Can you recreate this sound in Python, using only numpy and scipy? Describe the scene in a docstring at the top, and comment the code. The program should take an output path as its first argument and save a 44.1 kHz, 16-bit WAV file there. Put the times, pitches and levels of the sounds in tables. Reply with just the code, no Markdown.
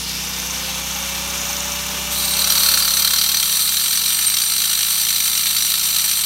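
"""An angle grinder spins up in the open air: air rushes, tones climb and loose gears rattle in short spells.
Then its diamond wheel is pushed into a granite kerb: noise shaped by resonances grinds and knocks in the cut.
The motor slows under the load, and its fan, hum and whine follow; steady tones sing out as wheel squeals.
Further off, a generator drones as a stack of steady tones over low outdoor noise.
The recorder's gain control turns the loud cut down, so the fan and generator sink with it."""
import sys
import numpy as np
from scipy import signal
from scipy.fft import rfft, irfft, next_fast_len
from scipy.io import wavfile
from scipy.ndimage import uniform_filter1d

SR = 44100
rng = np.random.default_rng(int(sys.argv[2]) if len(sys.argv) > 2 else 0)


def transcribe(u):
    """Save the signal u as a 16-bit wav file named by the first command-line argument.

    u: samples, shape (n,) or (channels, n), limited to [-1, 1]; the rate is SR.
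    q: integer samples, one column per channel.
    """
    v = np.clip(np.atleast_2d(u).T, -1, 1)
    q = np.round(v * 32767).astype(np.int16)
    wavfile.write(sys.argv[1], SR, q)


N = 275625
TIME = np.arange(N) / SR  # seconds

# All levels below are those before the stone echoes and the gain control.

# Colour of the rushing cooling air: pitch_hz, level_db (relative, per Hz)
FAN_COLOUR = [(200, -31), (385, -8), (590, -13), (740, -5), (1120, -4.5), (1900, -8), (2600, -4),
              (4200, -4.5), (4950, -7), (5500, -2), (7200, -6), (7800, -9.5), (9600, -7.5), (10400, -13),
              (11400, -8.5), (13500, -11), (15500, -15.5)]
# Air passages of the housing: pitch_hz, width_hz, level_db (over the rush)
HOUSING_MODES = [(2293, 135, 1.5), (2840, 170, 3.5), (3540, 360, 1.5), (6100, 250, 3.5), (8060, 300, 0)]
# Vents turning as the tool is lowered: time_s, hiss_hz, hiss_db (against the rush), low_rush_db
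VENT_CURVES = [(0, 4720, -9, -4), (.1, 4710, -3.5, -2.5), (.25, 5450, -8, -1), (.56, 5600, -11.5, 1.5),
               (.68, 3800, -4.5, 0.5), (1, 3550, -24, 2), (1.35, 6200, -12, 2.5), (6.25, 6200, -20, -1)]
# Fan and armature tones: multiple of the shaft speed, level_db (against the rush)
WHINE_TONES = [(2, -24), (3, -26), (4, -24), (5, -37), (9, -25), (10, -30), (12, -14), (24, -12)]
# Spells in which the unloaded gears rattle: start_s, end_s, peak_db
RATTLE_SPELLS = [(0.362, 0.58, -22.5), (0.911, 1.025, -22.5), (1.3, 1.718, -21)]
# Braking of the wheel by the stone: time_s, share of the speed lost (0-1)
DRAG_CURVE = [(2.1, 0), (2.3, .006), (2.6, .03), (3.2, .112), (3.8, .212), (4.4, .28), (5, .324),
              (6.25, .368)]

# Sinking of the wheel into the stone: time_s, depth (0-1)
DEPTH_CURVE = [(2.1, 0), (2.9, 0.26), (3.3, 0.45), (3.7, 0.71), (4.3, 0.94), (6.25, 0.95)]
# Pressure on the wheel: time_s, grind_db, bounce_db, low_ring_db (change of the low stone ring)
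PRESSURE_CURVES = [(2.11, -25.5, -29.5, -15), (2.44, -26, -14.5, 2), (2.56, -17.5, -13, 5.5),
                   (2.85, -17, -11, 3), (3.15, -15, -7.5, 1.5), (3.38, -16, -8, -1), (3.58, -11, -9.5, 0),
                   (4.6, -11.5, -7, -2.5), (6.25, -10, -7, -6)]
# Hard knocks of the wheel in the cut: time_s, level_db (over an ordinary hop)
HARD_KNOCKS = [(2.197, 5.5), (2.334, 1), (2.441, 1.5), (2.631, 0), (2.737, 3), (2.772, 4), (2.847, 2),
               (2.967, 1), (3.073, 2), (3.133, 3.5), (3.26, 0), (3.314, 1.5), (3.343, 2), (3.396, 0),
               (3.426, 3), (3.618, -1), (3.766, 3.5), (3.927, 4.5), (4.186, 4.5), (4.495, 2), (4.616, 3),
               (4.827, 2), (5.254, 2.5), (5.621, 1.5), (5.83, 1.5), (6.11, 3)]
# Ringing of wheel, guard and stone: pitch_hz, width_hz, shallow_db, deep_db (over the broad noise)
CUT_MODES = [(1108, 39, 13, 2), (1327, 91, 8.5, 6), (1663, 54, -4, 2), (2390, 390, 0, 4.5),
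             (2900, 58, -8, 10.5), (3180, 57, 15, 11.5), (3590, 32, 10, 13.5), (3877, 216, 14, 10.5),
             (3987, 123, 16, 16), (4254, 63, 24.5, 15.5), (4535, 91, 17.5, 15), (4700, 34, 20.5, 12),
             (5360, 50, 14.5, 13), (5852, 115, 19.5, 17), (5980, 132, 17, 16), (7300, 160, 8.5, 10.5),
             (8084, 62, 11.5, 12), (8345, 47, 18, 15), (8650, 17, 11, -4), (8765, 28, -10, 19.5),
             (9340, 62, 10, 11), (9880, 117, 9, 1), (10150, 100, -4, 1.5), (10080, 22, 16.5, -1),
             (10900, 180, 5.5, 4), (11740, 190, -3, 8.5), (12030, 134, 18, 11), (13270, 115, 0.4, 13.5),
             (13684, 60, 7, -6.0), (13900, 160, 15, 8)]
# Colour of crushed grains: pitch_hz, level_db (relative, per Hz)
GRIT_COLOUR = [(200, -24), (500, -22), (700, -15), (1200, -4), (2000, -4.5), (3000, -3), (4300, -1),
               (5100, -3.5), (7000, -2), (9000, 0), (12500, 0), (14300, -4.5), (15600, -0.5)]
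# Extra colour of the steady grinding: pitch_hz, level_db
GRIND_COLOUR = [(700, 4.5), (1500, -1), (4000, 0), (6000, -3), (8000, 3.5), (15000, 2.5)]
# Extra colour of the knocks: pitch_hz, level_db
KNOCK_COLOUR = [(700, -13), (1500, 6), (4000, 2), (6000, 2), (8000, -2), (15000, -1.5)]
# Wheel tones that friction sets singing: start_s, end_s, pitch_hz, level_db
SQUEAL_TONES = [(2.1, 2.7, 8549, -26), (2.1, 2.6, 14200, -36), (2.1, 2.55, 14800, -40),
                (2.1, 2.35, 13200, -38), (2.12, 2.7, 3876, -32), (2.45, 3.6, 13690, -33),
                (2.5, 3.4, 8136, -30), (2.9, 3.7, 3209, -31), (3.3, 3.85, 10056, -27),
                (3.3, 5.0, 8294, -28), (3.5, 5.0, 8723, -25), (4.05, 4.55, 8700, -18),
                (4.4, 5.4, 9190, -28), (4.6, 6.25, 13410, -28)]

# Generator engine speed: time_s, firings_per_s
FIRING_CURVE = [(0, 31.0), (.8, 30.9), (1.2, 31.45), (2.0, 31.55), (6.25, 31.1)]
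# Generator exhaust tones: multiple of the firing rate, level_db (over the drone level)
EXHAUST_TONES = [(2, -3), (3, -16.5), (4, -17), (5, -8.5), (6, -4), (7, -18.5), (8, -13.5), (9, -18.5)]
# Colour of the outdoor noise: pitch_hz, level_db (relative, per Hz)
YARD_COLOUR = [(25, -30), (60, -9), (120, -1), (250, 2.5), (500, -6), (1000, -24), (4000, -20)]
# Reflections off the kerb stones and the ground: delay_s, gain
STONE_ECHOES = [(.00339, .2), (.0022, .1), (.00381, .09), (.00868, .12), (.0134, .12), (.0197, .1),
                (.0283, .09)]

# The motor nears its free speed (turns per s) with this time constant (s); shaft turns per wheel turn
START_SPEED, FREE_SPEED, SPIN_UP_S = 456, 602.5, 1.0
GEAR_RATIO = 3.56
# Air and hum: level at free speed, and the power of the speed with which each grows
RUSH_DB, RUSH_POWER = -25, 0.83
HUM_DB, HUM_POWER = -42, 4.8
RATTLES_PER_S, RATTLE_SPREAD_DB = 27, 0.5
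# The wheel meets the stone
TOUCH_S, TOUCH_RISE_S = 2.1, 0.018
# Hop rate in a shallow and a deep cut, and the power of depth between them
SHALLOW_HOPS_PER_S, DEEP_HOPS_PER_S, GRIP_POWER = 35.5, 56, 3.0
HOP_JITTER_S, HOP_SPREAD_DB = 0.0023, 1.57
LIFT_OFF = 0.04  # how strongly grinding thins out between hops (0-1)
DRONE_DB, YARD_DB = -36.5, -45.5
# Recorder: level its gain control holds, how fast the gain falls and creeps back (dB per s), and the end of its
# treble
HOLD_DB, TURN_DOWN_DB_PER_S, RECOVER_DB_PER_S = -17, 6.5, 6
CUTOFF_HZ = 15750


def shaft_speed():
    """The motor runs up freely, then slows under the load: turns per s."""
    unloaded = FREE_SPEED - (FREE_SPEED - START_SPEED) * np.exp(-TIME / SPIN_UP_S)
    return unloaded * (1 - in_time(DRAG_CURVE)[0])


def motor(speed):
    """Cooling air, shaft hum and whine grow with the speed; unloaded gears rattle in spells."""
    speed_db = 20 * np.log10(speed / FREE_SPEED)
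    fan_db = RUSH_DB + RUSH_POWER * speed_db
    shaft = turns_of(speed * (1 + 0.00054 * drift(26)))
    # the air pulses with each turn of the shaft and of the wheel
    pulse_db = 1.1 * np.sin(shaft) + 0.79 * np.sin(shaft / GEAR_RATIO)
    flow = from_db(fan_db + 0.86 * drift(60) + pulse_db)
    hum_db = HUM_DB + HUM_POWER * speed_db + 0.36 * drift(5)
    hum = from_db(hum_db) * np.sqrt(2) * np.sin(shaft)
    whine = np.zeros(N)
    for multiple, db in WHINE_TONES:
        whine += from_db(fan_db + db + 3.4 * drift(25)) * np.sin(multiple * shaft)
    return air(flow) + hum + whine + gear_rattle()


def gear_rattle():
    """Loose gear teeth clack together: short noise bursts ring in two broad resonances."""
    clacks = []
    for start, end, db in RATTLE_SPELLS:
        for s in evenly(start, end, RATTLES_PER_S):
            clacks.append((s, db + RATTLE_SPREAD_DB * rng.standard_normal()))
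    backlash = blows(clacks, rise_s=0.00072, decay_s=0.0029)
    gears = resonate(backlash * rng.standard_normal(N), 6240, 900)
    gears = resonate(gears, 5800, 1300)
    return gears * rms(backlash) / rms(gears)


def air(flow, hiss_width_hz=750):
    """Air rushes through the housing, with a hiss whose pitch shifts as the vents turn."""
    hiss_hz, hiss_db, low_db = in_time(VENT_CURVES)
    modes = [(hz, width_hz, from_db(db)) for hz, width_hz, db in HOUSING_MODES]
    rush = rubbed(flow, modes, FAN_COLOUR)
    low_change = (from_db(low_db) - 1) * band(rush, 590, 1600)
    # two slow noises, moved up to the hiss pitch
    lowpass = signal.butter(2, hiss_width_hz, fs=SR, output="sos")
    eddies = signal.sosfilt(lowpass, rng.standard_normal((2, N)))
    angle = turns_of(hiss_hz)
    hiss = eddies[0] * np.cos(angle) + eddies[1] * np.sin(angle)
    return rush + low_change + flow * from_db(hiss_db) * hiss / rms(hiss)


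def cut(speed):
    """Diamond grit crushes the stone, harder once a turn of the wheel and at every bounce."""
    depth = in_time(DEPTH_CURVE)[0]
    grind_db, bounce_db, low_ring_db = in_time(PRESSURE_CURVES)
    # the walls of the cut damp some modes and drive others
    modes = []
    for hz, width_hz, shallow_db, deep_db in CUT_MODES:
        gain = from_db(shallow_db) * (1 - depth) + from_db(deep_db) * depth
        modes.append((hz, width_hz, gain))
    wheel = turns_of(speed / GEAR_RATIO)
    grains = from_db(1.68 * drift(710))
    hopping = blows(bounces(depth, bounce_db), rise_s=0.0015, decay_s=0.0049)

    # between bounces the wheel lifts a little, so the grinding thins out
    bounce = hopping + .02
    pressed = (bounce / uniform_filter1d(bounce, SR // 10)) ** LIFT_OFF
    touching = np.clip((TIME - TOUCH_S) / TOUCH_RISE_S, 0, 1)
    push = from_db(grind_db + 2 * np.sin(wheel) + 1.1 * drift(27))
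    grinding = rubbed(touching * push * grains * pressed, modes, GRIT_COLOUR, GRIND_COLOUR)

    knock_force = hopping * grains * from_db(0.7 * np.sin(wheel))
    knocks = rubbed(knock_force, modes, GRIT_COLOUR, KNOCK_COLOUR)
    low_ring_change = (from_db(low_ring_db) - 1) * band(knocks, 1240, 1650)
    return grinding + knocks + low_ring_change


def bounces(depth, bounce_db):
    """Each hard knock sets the wheel hopping until the next, faster in a deep cut: rows of time_s, level_db."""
    per_s = SHALLOW_HOPS_PER_S + (DEEP_HOPS_PER_S - SHALLOW_HOPS_PER_S) * depth ** GRIP_POWER
    starts = [s for s, _ in HARD_KNOCKS]
    ends = starts[1:] + [TIME[-1]]
    hops = []
    for start, end in zip(starts, ends):
        rate = np.interp((start + end) / 2, TIME, per_s)
        hops.append(evenly(start, end, rate)[1:-1])  # the ends are the knocks themselves
    hops = np.concatenate(hops)
    hop_s = hops + HOP_JITTER_S * rng.standard_normal(len(hops))
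    hop_db = HOP_SPREAD_DB * rng.standard_normal(len(hops))
    s, db = np.vstack([HARD_KNOCKS, np.column_stack([hop_s, hop_db])]).T
    return np.column_stack([s, db + np.interp(s, TIME, bounce_db)])


def squeals(fade_in_s=0.093, fade_out_s=0.072, waver_hz=11):
    """Friction makes wheel modes sing in turn or together, each fluttering in level and pitch."""
    out = np.zeros(N)
    for start, end, hz, db in SQUEAL_TONES:
        fade_in = (TIME - start) / fade_in_s
        fade_out = (end - TIME) / fade_out_s
        swell = np.clip(np.minimum(fade_in, fade_out), 0, 1)
        tone = np.sin(turns_of(hz + waver_hz * drift(89)))
        out += swell * from_db(db + 4.9 * drift(23)) * tone
    return out


def thrum(speed):
    """Deep in the cut the wheel pushes on the stone once a turn: a low, unsteady note."""
    depth = in_time(DEPTH_CURVE)[0]
    wheel = turns_of(speed / GEAR_RATIO) + 0.88 * drift(15)
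    return depth * from_db(-45.0 + 2 * drift(8)) * np.sin(wheel)


def generator():
    """Regular engine firings make a drone: exhaust tones at multiples of the firing rate."""
    cycle = turns_of(in_time(FIRING_CURVE)[0])
    drone = np.zeros(N)
    for multiple, db in EXHAUST_TONES:
        phase = rng.uniform(0, 2 * np.pi)
        drone += from_db(db + 0.66 * drift(3.6)) * np.sin(multiple * cycle + phase)
    return from_db(DRONE_DB) * np.sqrt(2) * drone


def yard():
    """Low outdoor noise: random noise with a dark colour."""
    bed = coloured(rng.standard_normal(N), YARD_COLOUR)
    return from_db(YARD_DB) * bed / rms(bed)


def among_stones(x):
    """Hard faces close by send back quick copies, which ripple the colour."""
    out = x.copy()
    for delay_s, gain in STONE_ECHOES:
        out += gain * np.interp(TIME - delay_s, TIME, x, left=0)
    return out


def gain_control(x):
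    """While the sound is too loud the gain slides down; otherwise it creeps back up, at most to 0 dB."""
    step = SR // 100
    power = np.abs(uniform_filter1d(x[0] ** 2, SR // 10))[::step]
    level_db = 10 * np.log10(power + 1e-12)
    gain_db = [0.]
    for db in level_db[1:]:
        wanted = min(HOLD_DB - db, 0)
        lowest = gain_db[-1] - TURN_DOWN_DB_PER_S * step / SR
        highest = gain_db[-1] + RECOVER_DB_PER_S * step / SR
        gain_db.append(np.clip(wanted, lowest, highest))
    return x * from_db(np.interp(TIME, TIME[::step], gain_db))


def rubbed(force, modes, *colours):
    """A fluctuating force drives broad noise and every mode; the result is as strong as the force."""
    out = force * rng.standard_normal(N)
    for hz, width_hz, gain in modes:
        out = out + resonate(gain * force * rng.standard_normal(N), hz, width_hz)
    for colour in colours:
        out = coloured(out, colour)
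    return out * rms(force) / rms(out)


def blows(events, rise_s, decay_s):
    """Force of short contacts: each swells smoothly and dies away."""
    s, db = np.transpose(events)
    places = np.clip(s * SR, 0, N - 1).astype(int)
    clicks = np.bincount(places, from_db(db), N)
    t = TIME[:SR // 10]
    shape = (1 - np.exp(-t / rise_s)) ** 2 * np.exp(-t / decay_s)
    return signal.fftconvolve(clicks, shape / shape.max())[:N]


def resonate(x, hz, width_hz):
    """One resonance with a gain of about 1 at its peak."""
    r = np.exp(-np.pi * width_hz / SR)
    top = np.array([1, 0, -1]) * (1 - r * r) / 2
    bottom = [1, -2 * r * np.cos(2 * np.pi * hz / SR), r * r]
    return signal.lfilter(top, bottom, x)


def band(x, low_hz, high_hz):
    """A gentle filter that keeps the sound between two pitches."""
    return signal.sosfilt(signal.butter(1, [low_hz, high_hz], "band", fs=SR, output="sos"), x)


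def coloured(x, spectrum):
    """A broad, smooth colour laid on a sound."""
    hz, db = np.transpose(spectrum)
    size = next_fast_len(N + SR // 10)
    bins = np.maximum(np.fft.rfftfreq(size, 1 / SR), 1)
    gain = from_db(np.interp(np.log(bins), np.log(hz), db))
    return irfft(rfft(x, size) * gain, size)[:N]


def drift(rate_hz):
    """Smooth random wandering with a spread of 1, made at every 20th sample and joined up."""
    r = np.exp(-40 * np.pi * rate_hz / SR)
    noise = rng.standard_normal(N // 20 + 4002)
    slow = signal.lfilter([1], [1, -2 * r, r * r], noise)[4000:]  # drop the filter's start-up
    return np.interp(np.arange(N) / 20, np.arange(len(slow)), slow / rms(slow))


def turns_of(per_s):
    """Angle in radians of something that turns at this rate."""
    return 2 * np.pi * np.cumsum(per_s) / SR


def evenly(start, end, per_s):
    """Evenly spaced moments from start to end, at about this rate."""
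    return np.linspace(start, end, max(round((end - start) * per_s), 1) + 1)


def in_time(rows):
    """Each column of a curve, at every sample."""
    s, *columns = np.transpose(rows)
    return [np.interp(TIME, s, column) for column in columns]


def from_db(db):
    """Decibels to gain."""
    return 10 ** (np.asarray(db) / 20)


def rms(x):
    """Average strength of a sound (root mean square)."""
    return np.sqrt(np.mean(x ** 2) + 1e-20)


def scene():
    """Grinder and cut among the stones, with squeals, thrum, generator and outdoor noise."""
    speed = shaft_speed()
    grinder = among_stones(motor(speed) + cut(speed))
    mix = grinder + squeals() + thrum(speed) + generator() + yard()
    return mix[None]  # one channel


def record(dry):
    """Gain control rides the level, the highest peaks are rounded and the top is cut."""
    held = gain_control(dry)
    rounded = held / (1 + (held / .66) ** 4) ** .25
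    lowpass = signal.ellip(12, .1, 90, CUTOFF_HZ, fs=SR, output="sos")
    return signal.sosfilt(lowpass, rounded)


dry = scene()
out = record(dry)
transcribe(out)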